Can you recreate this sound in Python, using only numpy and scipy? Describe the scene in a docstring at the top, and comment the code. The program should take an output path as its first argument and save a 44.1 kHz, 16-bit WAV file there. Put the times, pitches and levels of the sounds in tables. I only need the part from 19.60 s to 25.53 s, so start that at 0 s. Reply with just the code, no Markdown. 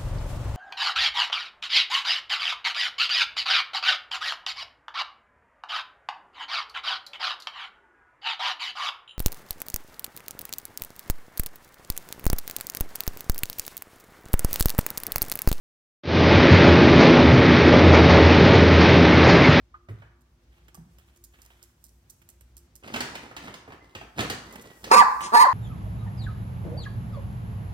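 """A small dog barks twice in a tiled kitchen, close to a phone: rough voiced tones through a throat filter, with breath.
Before that, claws tick on the tiles as clicks of treble noise, something knocks softly as damped tones,
and paws scrabble and land as shaped noise. A thin nasal whine, a gliding sine, comes and goes.
Below lie an appliance hum of narrow noise bands, room hiss and a thin treble rustle."""
import sys
import numpy as np
from scipy import signal
from scipy.fft import rfft, irfft, next_fast_len
from scipy.io import wavfile
from scipy.ndimage import map_coordinates

SR = 44100
rng = np.random.default_rng(int(sys.argv[2]) if len(sys.argv) > 2 else 0)


def output_pcm(signal):
    """Save a mono or channel-first signal as 16-bit PCM at the path in sys.argv[1].

    Samples are clipped to [-1, 1] before scaling.
    """
    pcm = np.clip(np.atleast_2d(signal).T, -1, 1) * 32767
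    wavfile.write(sys.argv[1], SR, np.round(pcm).astype(np.int16))


N = 261513

# The pitch and drive of each bark. One list per bark; each row: time in seconds, pitch in Hz,
# drive of the voice in dB ahead of the throat.
BARK_CONTOURS = [
    [(5.298, 895.7, -59), (5.308, 944.7, -56), (5.316, 838, -21), (5.328, 982.5, -29.5),
     (5.348, 1064, -24.5), (5.358, 913, -35), (5.372, 972, -29), (5.392, 1063, -23), (5.409, 957, -24.5),
     (5.422, 813, -25), (5.436, 540, -49.5)],
    [(5.72, 800, -47.5), (5.74, 938, -32), (5.752, 1007, -26), (5.762, 853, -24.5), (5.775, 868, -20.5),
     (5.790, 927, -29), (5.812, 1040, -23), (5.833, 1022, -22), (5.848, 821, -28), (5.861, 620, -40),
     (5.876, 488, -40)],
]
# The mix inside each bark. Each row: second tone in dB against the voice, breath at full pitch in dB against
# the drive, time before the half pitch drops out in seconds, depth of the quarter pitch (0-1),
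# share of narrow-mouth breath (0-1).
BARK_BLEND = [(-1.5, 5.5, 0.0675, 0.37, 0.21), (-15, -1, 0.0308, 0.78, 0.91)]
# Throat and mouth resonances. Each row: frequency in Hz, gain in dB.
THROAT_GAIN = [(90, -39), (200, 9.5), (320, 14), (500, 9.5), (800, 12), (1150, 19), (1400, 9.5), (1950, 1),
               (2400, -24), (3100, -20.5), (6000, -32), (16000, -75)]
# Colour of breath through the open mouth. Each row: frequency in Hz, relative level in dB per Hz.
OPEN_BREATH = [(1180, -29.5), (2000, -6.5), (2690, -5), (2930, -29), (5390, -8.5), (5930, -23.5),
               (7060, -11), (7840, -19), (8850, -17.5), (9830, -24.5), (16000, -38)]
# Colour of breath through a narrower mouth. Each row: frequency in Hz, relative level in dB per Hz.
NARROW_BREATH = [(1180, -23.5), (1800, 0.5), (3300, -23), (4300, -0.5), (5000, -7), (5800, -24),
                 (6500, -10), (7700, -14.5), (8750, -11), (9830, -14.5), (16000, -25)]
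HALF_CLOSED_S, CLOSE_OVER_S = 0.031, 0.064  # the mouth is half closed this long before the end; whole move
HALF_DIES_S = .008  # slope of the half pitch's drop-out
HOARSE, CLEAR = .09, .02  # roughness with the mouth open (before half pitch adds to it) and closed
SECOND_HZ, SECOND_FADES_DB = 1168, 17  # centre of the second tone, and its drop as the mouth closes
SECOND_JOINS_S, SECOND_JOIN_DB = 0.066, 18  # the second tone climbs by this much early in the bark
BREATH_DB_PER_OCTAVE, OPEN_HZ = 27, 974  # breath sinks when the pitch is below OPEN_HZ
BREATH_FADES_DB = 23  # less breath as the mouth closes


def barks():
    """Vocal folds near 1 kHz that slip into half pitch beside a second steady tone, with breath noise."""
    out, t = np.zeros(N), np.arange(N) / SR
    for rows, (second_re_db, air_db, half_s, quarter, narrow) in zip(BARK_CONTOURS, BARK_BLEND):
        start_s, joins_s, end_s = rows[0][0], rows[1][0], rows[-1][0]
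        hz, voice_db, gate = curves(rows)
        closed = np.clip((t - end_s + HALF_CLOSED_S) / CLOSE_OVER_S + .5, 0, 1)
        half = np.clip(1 - (t - start_s - half_s) / HALF_DIES_S, .1, 1) * (1 - closed)
        rough = HOARSE * (1 + half) + (CLEAR - HOARSE) * closed

        not_joined = np.clip(1 - (t - joins_s) / SECOND_JOINS_S, 0, 1)
        second_db = second_re_db - SECOND_FADES_DB * closed - SECOND_JOIN_DB * not_joined
        second = amp(second_db) * np.cos(phase(SECOND_HZ * (1 + .011 * wobble(80))))

        turns = phase(hz * (1 + .12 * rough * wobble(200)))
        folds = np.zeros(N)
        for k in range(1, 10):
            octave_growth = 1 + closed * (k == 2)  # the octave grows as the mouth closes
            # soft pulses: the overtones do not peak together
            folds += octave_growth * np.cos(k * turns + .6 * k * k)
        # strong and weak cycles alternate
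        folds *= 1 + 1.35 * half * np.cos(turns / 2)
        folds *= 1 + quarter * half * np.cos(turns / 4)
        # the two tones mix into a low difference tone and sidebands
        folds = folds * (1 + .5 * second) + second
        folds *= 1 + .7 * rough * wobble(400)  # uneven cycles
        voice = filtered(folds * amp(voice_db) * gate, lambda f: amp(along(THROAT_GAIN, f)))

        octaves_below = np.minimum(np.log2(hz / OPEN_HZ), 0)
        breath_db = voice_db + air_db - BREATH_FADES_DB * closed + BREATH_DB_PER_OCTAVE * octaves_below
        share = np.clip(narrow + (1 - narrow) * closed, 0, 1)
        air = np.sqrt(1 - share) * noise(OPEN_BREATH) + np.sqrt(share) * noise(NARROW_BREATH)
        out += voice + amp(breath_db + 0.64 * wobble(500)) * gate * air
    return out


# The intake between barks. One row: start in seconds, length in seconds, level in dB.
GASP_MOMENT = (5.635, 0.03, -36.5)
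# Colour of the indrawn air. Each row: frequency in Hz, relative level in dB per Hz.
GASP_COLOUR = [(2000, -1), (3500, -7.5), (6500, -2.5), (9500, -8), (12000, -43)]


def gasp():
    """The dog draws air between barks: a short swell of coloured noise."""
    return swell(*GASP_MOMENT, .1, .1) * noise(GASP_COLOUR)


# Nasal whines. Each row: start in seconds, length in seconds, starting pitch in Hz, glide in Hz per second,
# starting level in dB.
WHINE_NOTES = [(3.78, .21, 1760, -100, -61), (4.22, .13, 2030, 200, -66), (4.91, .29, 2030, -430, -58.5)]
WHINE_SAGS_DB_PER_S = 18


def whines():
    """A thin, slightly unsteady whistle through the nose: a gliding sine that sags in level."""
    out = np.zeros(N)
    for s, length, start_hz, glide, db in WHINE_NOTES:
        since = np.clip(np.arange(N) / SR - s, 0, length)
        hz = (start_hz + glide * since) * (1 + .012 * wobble(120))
        level = swell(s, length, db, .15, .2) * amp(3 * wobble(60) - WHINE_SAGS_DB_PER_S * since)
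        out += level * np.sin(phase(hz))
    return out


# Claws on tile. Each row: start in seconds, level in dB before the trim, mid-range in dB against the click.
CLAW_TICKS = [(0.607, -58, -20), (1.0824, -53.5, 14), (1.145, -34, -9), (1.384, -45, 1), (1.561, -47, -13),
              (1.639, -36, -35), (1.788, -57.5, 13.5), (1.818, -40, -23), (1.8498, -46, -10),
              (1.903, -63.5, 22.5), (2.0271, -36.5, -36), (2.2408, -32.5, -30), (2.283, -50, -32),
              (2.4972, -33, -39), (2.616, -53.5, 8), (2.689, -37.5, -8), (2.809, -48, 0),
              (2.9677, -33.5, -16.5), (3.154, -34.5, -16.5), (4.9248, -40, -14), (4.957, -43, 13.5),
              (5.012, -34, -26), (5.102, -54.5, 16.5), (5.6064, -36.5, 15)]
# Bright claw colour, shared with the rustle. Each row: frequency in Hz, relative level in dB per Hz.
CLAW_COLOUR = [(1470, -54), (2500, -32), (5200, -6), (8330, -3.5), (9220, -8), (11000, -4.5), (13000, -5.5),
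               (16000, -8)]
SECOND_CLAW_S = 0.0077  # a second claw lands after the first


def ticks(tracks):
    """Claws strike hard tile: paired bright clicks with a short tail and a mid-range tap."""
    size = SR // 8
    t = np.arange(size) / SR
    for s, db, mid_db in CLAW_TICKS:
        first = 1.9 * dies(t, .018, .001)
        second = rng.uniform(.6, 1.6) * np.roll(dies(t, .022, .001), round(SECOND_CLAW_S * SR))
        clicks = first + second + .25 * dies(t, .13, .004)
        # the claw chatters as it slips: a new level every 60 samples
        chatter = amp(5.2 * np.repeat(rng.standard_normal(size // 60 + 1), 60)[:size])
        sharp = noise(CLAW_COLOUR, size) * clicks * chatter
        mid = noise([(250, -20.5), (600, -26.5), (3000, -23.0), (5000, -46.0)], size)
        mid *= dies(t, 0.061, 0.00068)
        add(tracks, s, amp(db - 11.0) * (sharp + amp(mid_db) * mid), -7, -9)


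# Paws landing. Each row: start in seconds, level in dB before the trim, treble in dB against the slap,
# thud in dB against the slap.
PAW_LANDINGS = [(0.286, -41, -12, 11.5), (0.42, -41.5, -16.5, -6), (1.172, -49.5, -27, 3),
                (3.235, -42.5, -3.5, 7.5), (3.276, -41, 6, -4), (3.339, -22.5, -0.5, -0.5),
                (3.36, -22, -1, 1.5), (3.405, -24, 6.5, 0.5), (3.552, -29, 1.5, -10),
                (3.712, -38, -12, 4.5), (3.765, -30.5, 1.5, -30), (3.878, -33.5, -8, 1), (3.94, -37, 5, -3),
                (4.077, -41, -14, 11), (4.103, -40, -13, -3), (4.121, -34.5, -11.5, 4.5),
                (4.35, -30.5, -1.5, 3.5), (4.411, -35.5, -7.5, 4), (4.59, -19, -2.5, 2),
                (4.605, -32, 13.5, 16.5), (4.699, -26, 8.5, 8), (4.711, -33.5, 5.5, 0),
                (5.241, -37, 11, 2.5)]


def paws(tracks):
    """A paw lands: a mid-range slap, a treble snap and a slower low thud."""
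    size = SR // 8
    t = np.arange(size) / SR
    for s, db, high_db, thud_db in PAW_LANDINGS:
        # a soft landing is dull as well
        edge_db, top_db = np.clip(high_db, -22, -2), np.clip(high_db - 18, -40, -20)
        slap = noise([(300, -30), (600, 0), (1500, -3), (3000, edge_db), (4500, top_db), (8000, -60)], size)
        slap *= dies(t, .07, .001)
        snap = noise([(3000, -1.5), (4700, -1.5), (8000, -9), (13000, -18.0), (16000, -11.0)], size)
        snap *= dies(t, 0.044, 0.0031) + 0.64 * dies(t, 0.011, 0.00068)
        thud = noise([(40, -17), (110, 8.5), (175, -4.0), (245, 0.5), (450, 3.5), (900, -34.0)], size)
        thud *= dies(t, 0.092, 0.017)
        landing = slap + amp(high_db) * snap + amp(thud_db) * thud
        add(tracks, s, amp(db - 3.5) * landing, -2.5, -1)


# Hollow knocks. Each row: start in seconds, level in dB before the envelope, ring in Hz,
# time to fall 60 dB in seconds, rise time constant in seconds.
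HOLLOW_KNOCKS = [(.141, -18, 1230, .05, .03), (1.178, -39.5, 165, .3, .01), (1.255, -46, 175, .2, .012),
                 (.286, -26, 106, .36, .03), (1.146, -41, 1150, .04, .002), (3.335, -30, 245, .25, .008),
                 (4.585, -24, 220, .15, .006), (5.268, -33, 460, .08, .005)]


def knocks(tracks):
    """A panel rings at one main mode, blurred by noise around it."""
    t = np.arange(SR // 2) / SR
    for s, db, hz, t60, rise in HOLLOW_KNOCKS:
        # the panel's other modes blur around the main one
        modes = lambda f: (f * hz / np.abs(hz * hz - f * f + .8j * f * hz)) ** 3
        rattle = unit(filtered(rng.standard_normal(len(t)), modes))
        ring = np.sin(2 * np.pi * hz * t) + .4 * rattle
        add(tracks, s, amp(db) * dies(t, t60, rise) * ring, -1.5, -14)


# Pads dragging on tile. Each row: start in seconds, length in seconds, level in dB before grit is added.
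PAD_DRAGS = [(3.248, 0.37, -46.5), (3.782, 0.12, -50), (4.232, 0.14, -64), (4.582, 0.068, -37.5),
             (4.869, 0.21, -52.5), (5.239, 0.041, -45)]
# Colour of the drag. Each row: frequency in Hz, relative level in dB per Hz.
DRAG_COLOUR = [(59, -7), (100, -3), (244, 0), (302, -1.5), (1580, -16.5), (2990, -17), (16000, -35.5)]
GRIT_PER_S, GRIT_DB = 120, -2.5  # loose taps inside the drag, level against the scrape


def scrabble(tracks):
    """Pads drag over tile: grainy noise with loose random taps inside it."""
    scrape = unit(amp(3.5 * wobble(350) + 2.5 * wobble(35)) * noise(DRAG_COLOUR))
    taps = (rng.random(N) < GRIT_PER_S / SR) * amp(4 * rng.standard_normal(N))
    tap_colour = noise([(100, -12), (300, 0), (2500, -9), (9000, -45)])
    tap_shape = dies(np.arange(SR // 2) / SR, .02, .0004)
    grit = unit(signal.fftconvolve(taps, tap_shape)[:N] * tap_colour)
    level = sum(swell(*row, 0.067, 0.55) for row in PAD_DRAGS)
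    add(tracks, 0, level * (scrape + amp(GRIT_DB) * grit), -1.5, -5)


# Fur or cloth brushing past. Each row: start in seconds, length in seconds, level in dB.
BRUSH_PASSES = [(0.387, 0.017, -63), (0.92, 0.075, -68), (1.373, 0.15, -71), (1.742, 0.28, -64)]


def brushing(tracks):
    """Fur or cloth brushes past: soft noise with an uneven grain."""
    grain = amp(5 * wobble(250) + 4.5 * wobble(45))
    brush = unit(grain * noise([(300, -3.0), (1500, 0.5), (3200, -1.0), (5000, -13.5), (9000, -18.0)]))
    add(tracks, 0, sum(swell(*row, 0.15, 0.3) for row in BRUSH_PASSES) * brush, -3, -3)


def feet():
    """Left, right and room-send tracks of claws, paws, knocks, dragging pads and brushing."""
    tracks = np.zeros((3, N + SR))
    for layer in (ticks, paws, knocks, scrabble, brushing):
        layer(tracks)
    return tracks[:, :N]


# How long the room rings. Each row: frequency in Hz, time to fall 60 dB in seconds.
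KITCHEN_T60 = [(100, 0.79), (500, 0.47), (1000, 0.91), (2500, 0.46), (6000, 0.54), (14000, 0.24)]
# Colour of the room's answer. Each row: frequency in Hz, relative level in dB.
WALL_COLOUR = [(500, -2), (2000, 2)]


def kitchen(x, piece_s, count=10):
    """The room's answer: noise tails whose frequencies die at their own speeds, shared out over the sound."""
    out, place = np.zeros((2, N)), np.arange(N) / SR / piece_s
    for k in range(count):
        hz, t, z = signal.stft(pair(WALL_COLOUR, SR * 3 // 4), SR, nperseg=256)
        decay = amp(-60 * t / along(KITCHEN_T60, hz)[:, None])
        tail = signal.istft(z * decay, SR, nperseg=256)[1]
        # overlapping pieces of the sound take turns among the tails
        piece = np.sin(np.pi / 2 * np.clip((place - k) % count, 0, 2))
        out[:, 200:] += signal.fftconvolve((x * piece)[None], tail / 60, axes=1)[:, :N - 200]
    return out


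# Waves that linger between the hard walls. Each row: frequency in Hz, relative level in dB,
# time to fall 60 dB in seconds.
ROOM_MODES = [(950, -9, .3), (1036, -6, .35), (1098, -5, .3), (1164, -3, .45)]


def standing(x):
    """Room modes that the bark leaves ringing, a little out of step at the two ports."""
    shift = np.exp(1j * rng.normal(0, 1.0, (len(ROOM_MODES), 2, 1)))

    def response(f):
        total = 0
        for turn, (centre, db, t60) in zip(shift, ROOM_MODES):
            width = np.log(1000) / np.pi / t60
            mode = 1j * f * width / (centre * centre - f * f + 1j * f * width)
            total = total + turn * amp(db) * mode
        return total
    return filtered(x, response)


# Wavering appliance tones. Each row: centre in Hz, width in Hz, mean level in dB.
HUM_TONES = [(58, 16, -58.5), (245, 14, -79), (348, 18, -74.5)]


def appliance():
    """An appliance hums: narrow bands of noise make fuzzy, wavering tones."""
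    out = np.zeros(N)
    for hz, width, db in HUM_TONES:
        tone = filtered(rng.standard_normal(N), lambda f: 1 / (1 + ((f - hz) / width * 2) ** 4))
        out += amp(db + 0.69 * wobble(5.04)) * unit(tone)
    return out


# Level of the thin rustle. Each row: time in seconds, level in dB around which it wavers.
RUSTLE_LEVEL = [(0, -88), (1.9, -70.5), (4.1, -83), (5.4, -57), (5.93, -61)]


def rustle():
    """A thin treble rustle: bright noise that swells and flickers."""
    return amp(curves(RUSTLE_LEVEL)[0] + 1.5 * wobble(42) + 1.2 * wobble(7)) * pair(CLAW_COLOUR, N)


# Colour of the room hiss. Each row: frequency in Hz, relative level in dB per Hz.
HISS_COLOUR = [(35, -5), (90, 4.5), (200, -7), (420, -15), (900, -18), (1800, -21.5), (6300, -28.5),
               (8500, -39.5), (16000, -63)]
HISS_DB = -64.5


def hiss():
    """Room hiss: wide, mostly low noise with a gently wavering level."""
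    return amp(HISS_DB + wobble(2) + wobble(12)) * pair(HISS_COLOUR, N)


def amp(db):
    """Decibels to gain."""
    return 10 ** (np.asarray(db) / 20)


def unit(x):
    """x brought to rms 1."""
    return x / np.sqrt(np.mean(x ** 2) + 1e-20)


def phase(hz):
    """Running phase in radians of a moving pitch."""
    return 2 * np.pi * np.cumsum(hz) / SR


def along(points, hz):
    """(Hz, value) points read on a log frequency axis."""
    f, v = np.transpose(points)
    return np.interp(np.log(hz + 1), np.log(f + 1), v)


def curves(rows):
    """One value per sample for each column after the time, and a gate that is open while the rows last."""
    s, *cols = np.transpose(rows)
    t = np.arange(N) / SR
    gate = np.clip(np.minimum(t - s[0], s[-1] - t) / 0.0023, 0, 1)
    return [np.interp(t, s, c) for c in cols] + [gate]


def wobble(rate):
    """A smooth random curve, rate knots a second."""
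    return map_coordinates(rng.standard_normal(int(N * rate / SR) + 4), [np.arange(N) * rate / SR])


def swell(s, length, db, rise, fall):
    """A gain that climbs 60 dB in rise s, holds for the length and drops 60 dB in fall s."""
    t = np.arange(N) / SR - s
    return amp(db - 60 * np.maximum(0, np.maximum(-t / rise, (t - length) / fall)))


def dies(t, t60, rise):
    """A struck envelope: a fast rise, then a fall of 60 dB in t60 s."""
    return amp(-60 * t / t60) * (1 - np.exp(-t / rise))


def filtered(x, response):
    """x times a complex response of frequency, padded so that its tail does not wrap early."""
    m = next_fast_len(x.shape[-1] + min(x.shape[-1], SR))
    return irfft(rfft(x, m) * response(np.fft.rfftfreq(m, 1 / SR)), m)[..., :x.shape[-1]]


def noise(spectrum, size=N):
    """Coloured noise of rms 1."""
    return unit(filtered(rng.standard_normal(size), lambda hz: amp(along(spectrum, hz))))


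# Left-right likeness of wide noise. Each row: frequency in Hz, correlation (0-1).
LIKENESS = [(60, .995), (250, .97), (600, .4), (1500, .12), (12000, .06)]


def pair(spectrum, size):
    """Two noises, alike in the bass and nearly unrelated in the treble."""
    def response(hz):
        turn = np.arccos(np.clip(along(LIKENESS, hz), -1, 1)) / 2
        return amp(along(spectrum, hz)) * [np.cos(turn), np.sin(turn)]
    mid, side = filtered(rng.standard_normal((2, size)), response)
    return unit(np.array([mid + side, mid - side]))


def ports(x, balance_db, lead_s):
    """The sound at two microphone ports: a level difference and the left one ahead by lead_s."""
    side = np.array([[.5], [-.5]])
    return filtered(x, lambda hz: amp(side * balance_db(hz)) * np.exp(2j * np.pi * hz * side * lead_s))


def add(tracks, s, sound, pan_db, wet_db):
    """Puts a sound at time s on the left, right and room-send tracks."""
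    tracks[:, round(s * SR):][:, :len(sound)] += sound * amp([[pan_db / 2], [-pan_db / 2], [wet_db]])


# The barking dog at the two ports. Each row: frequency in Hz, left over right in dB.
DOG_BALANCE = [(380, -1), (700, -7), (1300, -1), (2400, 1.5), (8000, 4)]
AWAY_HZ = 4500  # the dog sends less to the walls above this
BARK_PIECE_S, STEP_PIECE_S = .09, .007  # spacing of the pieces that share one room tail
FAR_WALL_S, FAR_WALL_DB = 0.04, -17  # one clear echo of the bark


def scene():
    """Direct sounds, two bark reflections, the room's answer and the background."""
    bark, whine = barks() + gasp(), whines()
    left, right, steps = feet()
    balance = lambda hz: along(DOG_BALANCE, hz)

    near = np.array([np.roll(left, 10), right])  # the left port hears the feet 10 samples later
    direct = ports(bark, balance, 0.0003274) + near + whine
    # the first bounce off the tiles, 236 samples late
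    direct += amp(-7.0) * np.roll(ports(bark, balance, -0.00011), 236, axis=1)
    far_wall = ports(bark, np.zeros_like, 0.00027)
    direct += amp(FAR_WALL_DB) * np.roll(far_wall, round(FAR_WALL_S * SR), axis=1)

    bark_send = amp(-3.5) * filtered(bark, lambda hz: 1 / (1 + 1j * hz / AWAY_HZ))
    room = kitchen(bark_send + amp(-8) * whine, BARK_PIECE_S)
    room += kitchen(amp(3.5) * steps, STEP_PIECE_S)
    room += amp([[6.5], [8.5]]) * standing(bark)
    return direct + room + appliance() + rustle() + hiss()


TOP_HZ = 15900  # the phone's band limit


def record(dry):
    """The phone rounds off the highest peaks, thins the deep bass and keeps nothing above its band limit."""
    rounded = dry / (1 + np.abs(dry / .98) ** 6) ** (1 / 6)
    return filtered(rounded, lambda hz: (hz < TOP_HZ) / (1 + (40 / (hz + 1)) ** 4))


dry = scene()
out = record(dry)
output_pcm(out)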